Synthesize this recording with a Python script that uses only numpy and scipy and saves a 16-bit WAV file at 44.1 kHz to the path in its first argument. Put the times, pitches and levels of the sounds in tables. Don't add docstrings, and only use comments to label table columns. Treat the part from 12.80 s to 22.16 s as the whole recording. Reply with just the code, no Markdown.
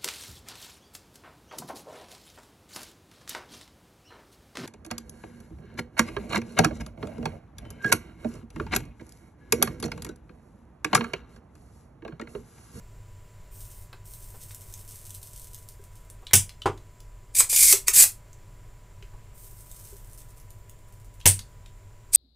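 import sys
import numpy as np
from scipy import signal
from scipy.fft import rfft, irfft
from scipy.io import wavfile
from scipy.ndimage import map_coordinates

SR = 44100
rng = np.random.default_rng(int(sys.argv[2]) if len(sys.argv) > 2 else 0)


def master(y):
    cut = np.clip(np.atleast_2d(y).T, -1, 1)
    pcm = np.round(cut * 32767)
    wavfile.write(sys.argv[1], SR, pcm.astype(np.int16))


N = 412776
T = np.arange(SR // 2) / SR


def amp(db):
    return 10 ** (np.asarray(db) / 20)


def unit(x):
    return x / np.sqrt(np.mean(np.abs(x) ** 2) + 1e-20)


def along(points, hz):
    f, v = np.transpose(points)
    return np.interp(np.log(hz + 1), np.log(f), v)


def wobble(rate):
    knots = rng.standard_normal(int(N * rate / SR) + 4)
    return map_coordinates(knots, [np.arange(N) * rate / SR])


def add(track, s, sound):
    room_left = track[round(s * SR):][:len(sound)]
    room_left += sound[:len(room_left)]


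def colour(x, spectrum):
    size = 4096
    gain = amp(along(spectrum, np.fft.rfftfreq(size, 1 / SR)))
    cepstrum = irfft(np.log(gain))
    cepstrum[1:size // 2] *= 2
    cepstrum[size // 2 + 1:] = 0
    impulse = irfft(np.exp(rfft(cepstrum)))
    return signal.fftconvolve(x, impulse)[:len(x)]


def tilted(spectrum, slope):
    return [(hz, db + slope * np.log2(hz / 9000)) for hz, db in spectrum]


def noise(spectrum):
    return unit(colour(rng.standard_normal(N), spectrum))


def narrow(hz, width):
    low_pass = signal.butter(2, width / 2, fs=SR, output="sos")
    base = signal.sosfilt(low_pass, rng.standard_normal((2, N)))
    phase = 2 * np.pi * np.cumsum(hz * np.ones(N)) / SR
    return unit(base[0] * np.cos(phase) + base[1] * np.sin(phase))


def burst(t60):
    return rng.standard_normal(len(T)) * 1000 ** (-T / t60)


def ring(modes):
    out = np.zeros(len(T))
    for hz, width, db in modes:
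        strength = amp(db + rng.normal(0, 0.62)) * width
        phase = rng.uniform(0, 2 * np.pi)
        out += strength * np.exp(-np.pi * width * T) * np.sin(2 * np.pi * hz * T + phase)
    return out


def blow(x, db):
    return amp(db) * x / np.std(x[:SR * 6 // 1000])


# (frequency [Hz], t60 [s])
ROOM_DECAY = [(100, 0.39), (500, 0.18), (2000, 0.19), (8000, 0.18), (15000, 0.17)]


def room(x, wet_db):
    hz, t, z = signal.stft(rng.standard_normal(len(T)), SR, nperseg=256)
    decay = amp(-60 * t / along(ROOM_DECAY, hz)[:, None])
    tail = signal.istft(z * decay, SR, nperseg=256)[1][:len(T)]
    tail = tail * (1 - np.exp(-T / 0.00049))
    wet = signal.fftconvolve(x, tail / np.linalg.norm(tail))[:len(x)]
    return (x + amp(wet_db) * wet) / np.hypot(1, amp(wet_db))


# (frequency [Hz], relative level [dB], t60 [s])
BENCH_MODES = [(96, 4.5, 0.3), (119.2, -7, 0.25), (138, -9, 0.17), (193, -16, 0.08)]


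def thump(rise):
    modes = sum(amp(db - 60 * T / t60) * np.sin(2 * np.pi * hz * T) for hz, db, t60 in BENCH_MODES)
    return modes * (1 - np.exp(-T / rise))


# (frequency [Hz], gain [dB])
RUMBLE_SPECTRUM = [(20, -3), (45, 1), (70, -18.5), (100, -0.5), (135, -13.5), (240, -29), (400, -27),
                   (800, -32.5), (2200, -36.5), (3800, -43.5), (8500, -43.5), (11000, -47), (15500, -47.5)]
# (frequency [Hz], rms level [dB])
HUM_LINES = [(102.3, -66), (387.6, -77.5), (592.2, -74), (640, -76), (985.1, -69), (1033, -82.5),
             (1082, -80.5), (2078, -82)]
# (frequency [Hz], width [Hz], rms level [dB])
WHINE_BANDS = [(410, 95, -73.5), (958, 43, -80.5), (7330, 720, -71)]


def ambience():
    rumble = amp(-46.5 + 0.72 * wobble(3.3)) * noise(RUMBLE_SPECTRUM)
    t = np.arange(N) / SR
    lines = np.zeros(N)
    for hz, db in HUM_LINES:
        lines += amp(db) * np.sqrt(2) * np.sin(2 * np.pi * hz * t + 0.46 * wobble(2.6))
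    whine = sum(amp(db) * narrow(hz, width) for hz, width, db in WHINE_BANDS)
    return rumble + lines + whine


# (time [s], level of the first contact [dB])
BOARD_KNOCKS = [(1.128, -51.5), (1.542, -53), (3.426, -55.5), (3.857, -18), (6.332, -56)]
# (frequency [Hz], width [Hz], relative level [dB])
BOARD_MODES = [(327, 24, -4.5), (401, 23, 1), (520, 30, -5.5), (761, 48, -4.5), (954, 45, -6),
               (1114, 45, -7), (1217, 60, -7.5), (1510, 65, -11)]
# (frequency [Hz], gain [dB])
CLACK_SPECTRUM = [(100, -10.5), (200, -13.5), (380, 1), (620, -7), (950, -2), (1300, -10), (1800, -17.5),
                  (3300, -22), (4300, -30), (8200, -30.5), (15000, -50.5)]
BOUNCE_S, BOUNCE_LOSS_DB = .007, 6.5


def knocks():
    out = np.zeros(N)
    for first_s, first_db in BOARD_KNOCKS:
        for k in range(3):
            s, db = first_s + k * BOUNCE_S, first_db - k * BOUNCE_LOSS_DB
            contact = unit(colour(burst(0.1), CLACK_SPECTRUM)) + amp(-1.5) * unit(ring(BOARD_MODES))
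            soft = contact * (1 - np.exp(-T / .001))
            add(out, s, blow(room(soft, wet_db=-7.5), db) + amp(db - 8) * thump(rise=0.012))
    return out


# (time [s], level before a 6 dB cut [dB])
PUMP_BUMPS = [(2.994, -46.5), (4.933, -24.5), (5.088, -38.5), (6.225, -50), (7.124, -44)]
# (frequency [Hz], width [Hz], relative level [dB])
CAVITY_MODES = [(394, 30, 0), (520, 70, -14.5), (900, 120, -25.5), (1560, 80, -16.5)]


def bumps():
    out = np.zeros(N)
    for s, db in PUMP_BUMPS:
        cavity = ring(CAVITY_MODES) * (1 - np.exp(-T / 0.0063))
        add(out, s, blow(room(cavity, wet_db=-12.0), db - 6))
    return out


# (time [s], level before a 4 dB cut [dB], resonance [Hz], resonance gain [dB])
TOOL_TICKS = [(1.129, -41.5, 1580, 5.5), (1.708, -44.5, 2820, 0), (3.468, -34.5, 3544, 13),
              (3.51, -37.5, 1500, -3), (3.693, -38.5, 4000, 4.5), (3.8187, -32.5, 3320, 14),
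              (3.976, -50.5, 3800, 5.5), (4.203, -48, 5440, 3), (5.53, -48, 6900, 12),
              (6.225, -45.5, 2510, 9), (8.402, -48.5, 3540, 4), (8.412, -45.5, 3280, 11),
              (8.591, -32, 3740, 2), (8.86, -47.5, 3430, 6)]


def ticks():
    out = np.zeros(N)
    for s, db, hz, peak_db in TOOL_TICKS:
        body = [(hz / 6, -14), (hz / 2.5, -4), (hz / 1.4, 0), (hz / 1.1, peak_db),
                (hz * 1.1, peak_db), (hz * 1.4, 0), (hz * 2.3, -2), (hz * 4, -15)]
        contact = burst(t60=0.022) * (1 - np.exp(-T / 0.00029))
        add(out, s, blow(room(colour(contact, body), wet_db=-3), db - 4))
    return out


# (time [s], time on the joint [s], level before flash and boil gain [dB],
# time until the flux runs low [s], fade after that [dB/s], brightness [dB per octave])
IRON_TOUCHES = [(0.70, .325, -51.5, 0.2, 2, -1), (1.235, 2.25, -52, 1.33, 22.5, -0.1),
                (6.53, 2.2, -53, 0.5, 15, 0.5)]
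# (time [s], level [dB])
LOUD_SPITS = [(1.337, -45.5), (1.7469, -40), (1.9394, -39), (2.0906, -45.5), (2.158, -45), (2.306, -41),
              (2.3482, -40), (2.4297, -43), (2.597, -45.5), (2.7457, -41.5), (2.8881, -43), (3.3007, -45),
              (6.915, -43), (7.333, -49), (7.4177, -53), (7.7053, -50), (7.896, -48.5)]
# (frequency [Hz], gain [dB])
BUBBLE_SPECTRUM = [(1500, -28), (3000, -6), (4500, -5), (6200, 0), (8500, 5), (11000, 1.5), (13000, 1),
                   (15500, -4.5)]
STEAM_SPECTRUM = [(1500, -28), (4000, -17), (6200, -6), (7500, -5.5), (8700, 3.5), (9600, -2.5),
                  (11500, -1.5), (12800, 1), (15500, 1.5)]
WET_S, LIFT_S = 0.019, .018
FLASH_DB, FLASH_AT_S, FLASH_WIDTH_S = 4.5, 0.1, 0.035
FIRST_SHARE, SHARE_PER_S, LAST_SHARE = 0.27, 0.57, 0.83
BOIL_DB = 2.5
BUBBLES_PER_S, THINNING = 120, .75


def sizzle():
    steam, crackle, spits = np.zeros((3, N))
    age = np.arange(N) / SR
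    share = np.clip(FIRST_SHARE + SHARE_PER_S * age, 0, LAST_SHARE)
    flash_db = FLASH_DB * np.exp(-((age - FLASH_AT_S) / FLASH_WIDTH_S) ** 2)
    for s, length, db, supply, fade, slope in IRON_TOUCHES:
        wetting = np.minimum(age / WET_S, 1) ** 2
        lifting = np.exp(-np.maximum(age - length, 0) / LIFT_S)
        flux_left = amp(-fade * np.clip(age - supply, 0, length))
        heat = wetting * lifting * flux_left * amp(db + flash_db + BOIL_DB * share)
        rate = BUBBLES_PER_S * flux_left ** THINNING
        sizes = amp(np.minimum(5 * rng.exponential(size=N), 11)) * rng.choice([-1, 1], N)
        bubbles = (rng.random(N) < rate / SR) * sizes / np.sqrt(rate)
        boil = unit(colour(bubbles, tilted(BUBBLE_SPECTRUM, slope)))
        add(crackle, s, heat * np.sqrt(share) * boil)
        add(steam, s, heat * np.sqrt(1 - share) * noise(tilted(STEAM_SPECTRUM, slope)))
    for s, db in LOUD_SPITS:
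        spit = colour(burst(t60=.007), BUBBLE_SPECTRUM)
        add(spits, s, blow(room(spit, wet_db=-1), db))
    return room(crackle, wet_db=3) + room(steam, wet_db=3) + spits


# (time [s], time to full speed [s], length [s], air flow [dB],
# nozzle resonance at the start [Hz], whistle level re the jet [dB], blur of the whistle [0-1])
PLUNGER_STROKES = [(4.554, 0.027, 0.051, -18, 2430, -18.5, .2),
                   (4.698, .135, .227, -12.5, 2427, -18.5, 0.05),
                   (5.077, 0.0043, 0.011, -26, 2304, -8.5, 0.27),
                   (5.135, 0.029, 0.098, -10, 2296, -21.5, 1), (9.334, 0.024, 0.07, -11.5, 2480, -22.5, .3)]
BREAKAWAY_DB = -22
ATTACK_DB_PER_S, RELEASE_DB_PER_S = 2399, 951
SAG_HZ_PER_S = 1100


def pushes():
    t = np.arange(N) / SR
    flow, nozzle_hz, whistle_db, blur = np.zeros((4, N))
    for s, rise, length, db, hz, tone_db, smear in PLUNGER_STROKES:
        age = t - s
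        edges_db = ATTACK_DB_PER_S * np.maximum(-age, 0) + RELEASE_DB_PER_S * np.maximum(age - length, 0)
        push = amp(np.interp(age, [0, rise], [BREAKAWAY_DB, db]) - edges_db)
        now = push > flow
        flow[now], whistle_db[now], blur[now] = push[now], tone_db, np.clip(smear, 0, 1)
        nozzle_hz[now] = hz - SAG_HZ_PER_S * np.clip(age[now], 0, length)
    return flow, nozzle_hz, whistle_db, blur


# (frequency [Hz], gain [dB])
SLOW_JET_SPECTRUM = [(200, -29), (1000, -25.5), (2000, -26), (3300, -14), (4800, -5), (5500, -9.5),
                     (7000, -0.5), (8300, 4.5), (10000, 3.5), (12500, -16.5), (15500, -22.5)]
FAST_JET_SPECTRUM = [(1000, -28.5), (4000, -13.5), (7500, 2), (10000, -1), (12300, 0.5), (13500, -3),
                     (15500, -8)]


def air():
    flow, nozzle_hz, whistle_db, blur = pushes()
    fast = flow / (flow + amp(-19.0))
    jet = np.sqrt(1 - fast) * noise(SLOW_JET_SPECTRUM) + np.sqrt(fast) * noise(FAST_JET_SPECTRUM)
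    flutter = 1 + .025 * wobble(110)
    clear_mode = narrow(nozzle_hz * flutter, 290)
    smeared_mode = narrow(nozzle_hz, 1000)
    first_mode = np.sqrt(1 - blur) * clear_mode + np.sqrt(blur) * smeared_mode
    second_mode = narrow(2.07 * nozzle_hz * flutter, 450)
    whistle = amp(whistle_db - 1.5) * (first_mode + amp(-1.0) * second_mode)
    slips = (rng.random(N) < 700 / SR) * rng.choice([-1, 1], N)
    grit = unit(colour(slips, FAST_JET_SPECTRUM))
    scrape = amp(1.5 * wobble(900) + 1.6 * wobble(170))
    return flow * scrape * (amp(-1.5) * jet + whistle + amp(-11) * grit)


# (time of the middle [s], level [dB], pitch [Hz], half-length [s])
SEAL_SQUEAKS = [(4.601, -15.5, 8000, 0.016), (5.192, -14.5, 7860, .02), (9.351, -7, 8370, 0.0033)]


def squeaks():
    out = np.zeros(N)
    for s, db, hz, length in SEAL_SQUEAKS:
        swell = np.exp(-((np.arange(N) / SR - s) / length) ** 2)
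        out += amp(db) * swell * narrow(hz, 350)
    return out


# (time [s], level [dB], weight of the low clack [dB])
LATCH_CATCHES = [(4.605, -14, 7), (4.729, -21, -0.5), (4.7623, -16.5, -11.5), (4.883, -24, -8.5),
                 (4.926, -9.5, -1), (4.931, -18, 2.5), (5.082, -12, 1.5), (5.2394, -16, 2.5)]
# (frequency [Hz], gain [dB])
LATCH_SPECTRUM = [(120, -24), (400, -12), (900, -7), (1400, -8.5), (3000, -3.5), (4200, -7), (6300, 4.5),
                  (8300, 4.5), (12000, 0), (15500, -3.5)]


def plunger():
    out = room(air() + squeaks(), wet_db=-5.5)
    for s, db, clack_db in LATCH_CATCHES:
        latch = [(hz, level + clack_db * (hz < 2000)) for hz, level in LATCH_SPECTRUM]
        click = colour(burst(t60=0.02), latch)
        add(out, s, blow(room(click, wet_db=-2.5), db))
    return out


# (time [s], level [dB], t60 of the slam [s], barrel ring level [dB], thump level [dB])
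PISTON_SLAMS = [(3.533, -8.5, 0.05, -22, -20), (8.456, -13, 0.082, -19, -15),
                (8.4616, -15, 0.041, -24, -37.5)]
# (frequency [Hz], gain [dB])
SLAM_SPECTRUM = [(60, -1.5), (140, -1), (260, -9.5), (750, -8), (1150, -15), (1900, -8), (2900, -3),
                 (4300, -10.5), (6000, 1.5), (8500, -0.5), (12000, -4.5), (15500, -6.5)]
# (frequency [Hz], width [Hz], relative level [dB])
BARREL_RING = [(205.8, 26, -2), (380, 20, -10.5), (517, 32, -8.5), (833, 45, -10), (951, 50, -1),
               (1814, 60, -2.5), (2064, 55, -3), (2730, 220, 0), (3480, 140, -1.5), (4216, 140, -6.5)]
# (time [s], level [dB])
SPRING_REBOUNDS = [(3.5544, -10.5), (3.56, -22), (8.4746, -8.5)]
# (frequency [Hz], gain [dB])
SPRING_SPECTRUM = [(1000, -36.5), (4000, -15.5), (7000, -10.5), (9000, -2), (9800, 2.5), (10800, -9.5),
                   (12000, -15.5), (15500, -15)]


def snaps():
    out = np.zeros(N)
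    for s, db, t60, ring_db, thump_db in PISTON_SLAMS:
        slam = burst(t60) * (1 - np.exp(-T / 0.0032))
        barrel = ring(BARREL_RING) * (1 - np.exp(-T / 0.0013))
        add(out, s, blow(room(colour(slam, SLAM_SPECTRUM), wet_db=-4), db))
        add(out, s, blow(room(barrel, wet_db=-8), ring_db))
        add(out, s, amp(thump_db) * thump(rise=0.017))
    for s, db in SPRING_REBOUNDS:
        rebound = colour(burst(t60=0.0036), SPRING_SPECTRUM)
        add(out, s, blow(room(rebound, wet_db=4.0), db))
    return out


def scene():
    mono = ambience() + knocks() + bumps() + ticks() + sizzle() + plunger() + snaps()
    return np.array([mono, mono])


def record(dry):
    clipped = dry / (1 + np.abs(dry / .9) ** 5) ** (1 / 5)
    low_pass = signal.firwin(501, 15600, fs=SR, window="blackman")
    return signal.fftconvolve(clipped, low_pass[None], "same", axes=1)


dry = scene()
out = record(dry)
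master(out)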